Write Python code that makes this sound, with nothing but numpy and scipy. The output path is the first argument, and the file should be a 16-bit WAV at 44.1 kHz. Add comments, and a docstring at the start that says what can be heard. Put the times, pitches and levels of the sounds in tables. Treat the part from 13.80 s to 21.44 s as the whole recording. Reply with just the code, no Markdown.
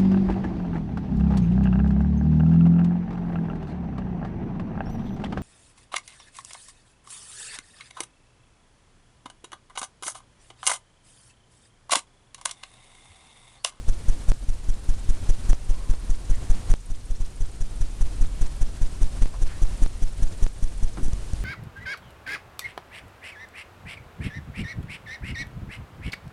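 """A quiet room: a painter dabs at a canvas while a deep, drum-like thump repeats five times a second.
The thump is most likely pulsed interference in the microphone line: square pulses through a leaky coupling,
each with a thin buzz, a swish and chirps. It skips half a beat once and ends in a few stray pulses.
Shaped noise makes the rumble and hiss; resonant noises make soft knocks, scuffs and one high buzzing hiss.
The whole level creeps up steadily and now and then snaps down, with a click if it cuts into a thump."""
import sys
import numpy as np
from scipy import signal
from scipy.fft import rfft, irfft
from scipy.io import wavfile
from scipy.ndimage import uniform_filter1d

SR = 44100
rng = np.random.default_rng(int(sys.argv[2]) if len(sys.argv) > 2 else 0)


def wav_out(sig):
    """Save sig, one row per channel (or a flat mono array), as 16-bit PCM at SR to the path in sys.argv[1]."""
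    wavfile.write(sys.argv[1], SR, np.round(np.clip(np.atleast_2d(sig).T, -1, 1) * 32767).astype(np.int16))


N = 336924
TIME = np.arange(N) / SR


def amp(db):
    """Decibels to gain."""
    return 10 ** (np.asarray(db) / 20)


def evened(x):
    """Scales to an rms of one."""
    return x / np.sqrt(np.mean(x ** 2) + 1e-20)


def noise(spectrum):
    """White noise shaped by (pitch_hz, density_db) points, at unit rms."""
    hz = np.fft.rfftfreq(N, 1 / SR)
    point_hz, point_db = np.transpose(spectrum)
    shape_db = np.interp(np.log(hz + 1), np.log(point_hz + 1), point_db)
    return evened(irfft(rfft(rng.standard_normal(N)) * amp(shape_db), N))


def flutter(hz):
    """Random wavering of unit rms that fades out steeply above hz."""
    return noise([(1, 0), (hz, 0), (2 * hz, -40), (8 * hz, -120)])


def ringing(hz, width_hz):
    """White noise through one steep, doubled resonance, at unit rms."""
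    pole = np.exp((2j * np.pi * hz - np.pi * width_hz) / SR)
    return evened(signal.lfilter([1], np.poly([pole, pole]), rng.standard_normal(N)).real)


def wavering(hz, width_hz):
    """A tone of unit rms whose phase wanders at random, smearing it over the given width."""
    wander = np.sqrt(2 * np.pi * width_hz / SR) * np.cumsum(rng.standard_normal(N))
    return np.sqrt(2) * np.sin(2 * np.pi * hz * TIME + uniform_filter1d(wander, size=40))


# spectrum of the rumble and hiss: pitch_hz, density_db (relative)
FLOOR_SPECTRUM = [(8, -1.5), (20, -0.5), (42, 1.5), (63, -12), (90, -8.5), (130, -19.5), (180, -22.5),
                  (270, -25), (380, -29.5), (500, -31.5), (1000, -37), (2000, -42), (4000, -44),
                  (12800, -46)]
# slow drift of the rumble and hiss: time_s, drift_db
FLOOR_DRIFT = [(0, -2), (2.9, 0.5), (4.4, 0.5), (5.6, 0.5), (6.6, -0.5), (7.64, -1.5)]
# steady electronic whines, before the level ride and treble roll-off: pitch_hz, rms_db
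WHINE_TONES = [(4200, -73.5), (7400, -78), (8400, -79.5), (9210, -74), (9600, -68), (12450, -70)]


def background(floor_db=-31.0, flutter_db=1.16, flutter_hz=18):
    """Shaped noise for rumble and hiss, drifting slowly and fluttering a little, with thin sine whines."""
    drift_db = np.interp(TIME, *np.transpose(FLOOR_DRIFT))
    floor = amp(floor_db + drift_db + flutter_db * flutter(flutter_hz)) * noise(FLOOR_SPECTRUM)
    whines = np.zeros(N)
    for hz, db in WHINE_TONES:
        whines += amp(db) * np.sqrt(2) * np.sin(2 * np.pi * (hz * TIME + rng.random()))
    return floor + whines


# the beat comes in two even trains: first_pulse_s, pulse_count
PULSE_TRAINS = [(.0822, 17), (3.404, 19)]
PERIOD_S = .2013


def beats():
    """Start times of the regular pulses, one period apart within each train."""
    return [first + PERIOD_S * k for first, count in PULSE_TRAINS for k in range(count)]


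# pulses that end the beat:
# start_s, size_db (scales the saturated thump, before the coupling), length_s, buzz_db (before trims)
STRAY_PULSES = [(7.2295, -1, 0.032, -46), (7.2825, 0, 0.0016, -40.5), (7.332, 0.5, 0.0035, -42),
                (7.533, -0.2, .0034, -43)]
PULSE_DB, PULSE_S, BUZZ_DB = 1.73, .0158, -41  # the same three settings for every regular pulse


def pulses():
    """Like pulses on every beat, then the strays, as rows of start_s, size_db, length_s, buzz_db."""
    return [(s, PULSE_DB, PULSE_S, BUZZ_DB) for s in beats()] + list(STRAY_PULSES)


def thumps(charge_s=0.012, leak_s=0.089, drive=1.0, coupling_hz=9.8):
    """Each square pulse charges the line towards saturation; the coupling capacitor swings it back past zero."""
    out = np.zeros(N)
    age = np.arange(SR) / SR

    def step(age):
        """The line's answer to a switch-on: a quick charge that leaks away."""
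        age = np.maximum(age, 0)
        return np.exp(-age / leak_s) - np.exp(-age / charge_s)

    for start, size_db, length, _ in pulses():
        charge = step(age) - step(age - length)  # switched on, then off
        thump = amp(size_db) * np.tanh(drive * charge) / drive
        part = out[max(round(start * SR), 0):][:SR]
        part -= thump[:len(part)]
    return signal.lfilter(*signal.butter(1, coupling_hz, "high", fs=SR), out)


# tones mixed into the buzz: pitch_hz, width_hz, level_db (relative)
BUZZ_TONES = [(1682, 360, -3), (3357, 300, -6.5), (5630, 281, -6), (5926, 57, 2.5), (6100, 55, 0),
              (6300, 600, -25), (6640, 57, -4), (6910, 76, -0.5), (7240, 360, -15), (7880, 63, -4.5),
              (8540, 620, -20), (9250, 61, -2.5), (9640, 299, -6), (10070, 300, -11), (11740, 230, -7.5),
              (12700, 250, -3.5)]
# spurts of buzz on a pulse: centre_share, width_share (both of the pulse length), level_db (relative)
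BUZZ_SPURTS = [(.28, 0.27, -3.5), (.55, 0.06, -1), (.74, 0.053, -11), (1.02, 0.13, 0)]
# spectrum of the rasp: pitch_hz, density_db (relative)
RASP_SPECTRUM = [(60, -15), (170, -9.5), (270, 10.5), (400, -3.5), (800, -5), (1600, -15.5), (3500, -18.5),
                 (5000, -19.5), (9500, -13.5), (12500, -19.5)]


def buzz(buzz_db=-1, rasp_db=-1, uneven_db=2, rasp_uneven_db=1.0, rasp_at=0.44, rasp_width=0.72):
    """Spurts of smeared high tones ride on each pulse, over a duller rasp of shaped noise."""
    spurts, rasp = np.zeros(N), np.zeros(N)
    chance = rng.standard_normal((len(pulses()), len(BUZZ_SPURTS) + 1))
    for (start, _, length, db), luck in zip(pulses(), chance):
        span = slice(max(round((start - .03) * SR), 0), round((start + .09) * SR))
        share = (TIME[span] - start) / length  # 0 to 1 across the pulse
        for (at, width, size_db), k in zip(BUZZ_SPURTS, luck):
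            swell = np.exp(-.5 * ((share - at) / width) ** 2)
            spurts[span] += amp(db + size_db + uneven_db * k) * swell
        rasp_swell = np.exp(-((share - rasp_at) / rasp_width) ** 2)
        rasp[span] += amp(db + rasp_uneven_db * luck[-1]) * rasp_swell
    tones = evened(sum(amp(db) * wavering(hz, width) for hz, width, db in BUZZ_TONES))
    return amp(buzz_db) * spurts * tones + amp(rasp_db) * rasp * noise(RASP_SPECTRUM)


# spectrum of the swish: pitch_hz, density_db (relative)
SWISH_SPECTRUM = [(200, -17), (700, 5), (1500, 0.5), (3000, -1), (5000, -1), (12000, -14)]


def swishes(swish_db=-54, after_s=0.053, width_s=.011, uneven_db=3):
    """A small, uneven swell of hiss comes after each regular pulse, as the backswing settles."""
    swell = np.zeros(N)
    for start, k in zip(beats(), rng.standard_normal(len(beats()))):
        swell += amp(uneven_db * k) * np.exp(-((TIME - start - after_s) / width_s) ** 2)
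    return amp(swish_db) * swell * noise(SWISH_SPECTRUM)


# chirps after each regular pulse, before chance and treble roll-off:
# delay_s, length_s, first_hz, last_hz, peak_db
CHIRP_GLIDES = [(.043, .027, 2400, 10600, -51.5), (.099, .017, 10000, 6200, -53.5),
                (.148, .016, 11500, 7500, -51.5)]


def chirps(late_s=.003, stray=0.14, uneven_db=2, fray_hz=480):
    """The line twitters about every 50 ms: a thin upward glide, then two downward, bent and frayed by chance."""
    out, jitter = np.zeros(N), flutter(660)
    chance = rng.standard_normal((len(beats()), len(CHIRP_GLIDES), 7))
    for start, lucks in zip(beats(), chance):
        for (delay, length, first, last, db), (when, loud, fray, *bends) in zip(CHIRP_GLIDES, lucks):
            at = round((start + delay + late_s * when) * SR)
            span = slice(at, at + round(length * SR))
            u = (TIME[span] - at / SR) / length  # 0 to 1 along the glide
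            bend = 1 + stray * np.interp(u, np.linspace(0, 1, len(bends)), bends)
            hz = (first + (last - first) * u) * bend
            hz = hz + fray_hz * (.5 + abs(fray)) * jitter[span]
            swell = np.sqrt(abs(np.sin(np.pi * u)))
            tone = np.sin(2 * np.pi * np.cumsum(hz) / SR)
            out[span] += amp(db + uneven_db * loud) * swell * tone
    return out


# the level falls suddenly: time_s, level_db (where the climb restarts)
LEVEL_SNAPS = [(.5186, -4), (1.7317, -2.5), (2.138, -2.5), (2.9392, -9), (4.4485, -1.8), (4.833, -2.5),
               (5.4581, -1.9), (6.0625, -2.5), (6.6658, -3.5)]
START_DB, CREEP_DB_PER_S = -0.6, 6


def level():
    """A sawtooth in dB: a steady climb between sudden drops; one that cuts into a thump's backswing clicks."""
    db = START_DB + CREEP_DB_PER_S * TIME
    for snap, low_db in LEVEL_SNAPS:
        db = np.where(TIME > snap, low_db + CREEP_DB_PER_S * (TIME - snap), db)
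    return amp(db)


# small crackles in the line, one of them at 6.06 s where the level snaps down; before the level ride and treble
# roll-off: start_s, peak_db
CRACKLES = [(1.496, -32.5), (4.2106, -27.5), (5.424, -24), (5.854, -29), (6.0623, -36), (6.44, -35),
            (7.1736, -30)]


def ticks(relax_s=.0006):
    """Each crackle is a tiny drop of voltage that relaxes at once."""
    jumps = np.zeros(N)
    for start, db in CRACKLES:
        jumps[round(start * SR)] = -amp(db)
    return signal.lfilter([1], [1, -np.exp(-1 / (relax_s * SR))], jumps)


# soft knocks and scuffs, and one high buzzing hiss on the last long pulse;
# levels before swell, level ride and treble roll-off:
# start_s, rms_db, rise_s, decay_s, centre_hz, width_hz
SOFT_NOISES = [(1.8, -58, 0.22, .6, 1040, 220), (2.5, -54, 0.046, .04, 1940, 490),
               (5.53, -42, 0.011, 0.016, 910, 600), (5.65, -49, 0.058, 0.044, 1500, 2400),
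               (5.7, -50, .015, 0.05, 1770, 202), (7.173, -31.5, 0.007, 0.038, 204, 237),
               (7.171, -39, .001, 0.015, 1040, 1500), (7.22, -47, 0.018, 0.026, 9500, 4000)]


def scuffs():
    """Each is noise in one resonance that swells in a straight line and dies exponentially."""
    out = np.zeros(N)
    for start, db, rise, decay, hz, width in SOFT_NOISES:
        age = np.maximum(TIME - start, 0)
        swell = np.minimum(age / rise, 1) * np.exp(-np.maximum(age - rise, 0) / decay)
        out += amp(db) * swell * ringing(hz, width)
    return out


def scene():
    """Everything in the line that the level ride acts on."""
    return (background() + thumps() + buzz() + swishes() + ticks() + scuffs())[None]


# treble roll-off: pitch_hz, gain_db (the end gains hold beyond the table)
TREBLE_ROLLOFF = [(9600, 1), (11000, -9), (12600, -14.5), (13150, -18)]
EDGE_HZ = 13150


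def record(dry, hiss_db=-55):
    """The level rides the whole line; hiss and chirps enter after it; then the treble rolls off to a steep edge."""
    line = dry[0] * level() + amp(hiss_db) * rng.standard_normal(N) + chirps()
    hz = np.fft.rfftfreq(2 * N, 1 / SR)  # double length keeps the end from wrapping round to the start
    gain = amp(np.interp(hz, *np.transpose(TREBLE_ROLLOFF)))
    out = irfft(rfft(line, 2 * N) * gain)[:N]
    edge = signal.firwin(255, EDGE_HZ, window=("kaiser", 9), fs=SR)
    return signal.oaconvolve(out, edge, "same")[None]


dry = scene()
out = record(dry)
wav_out(out)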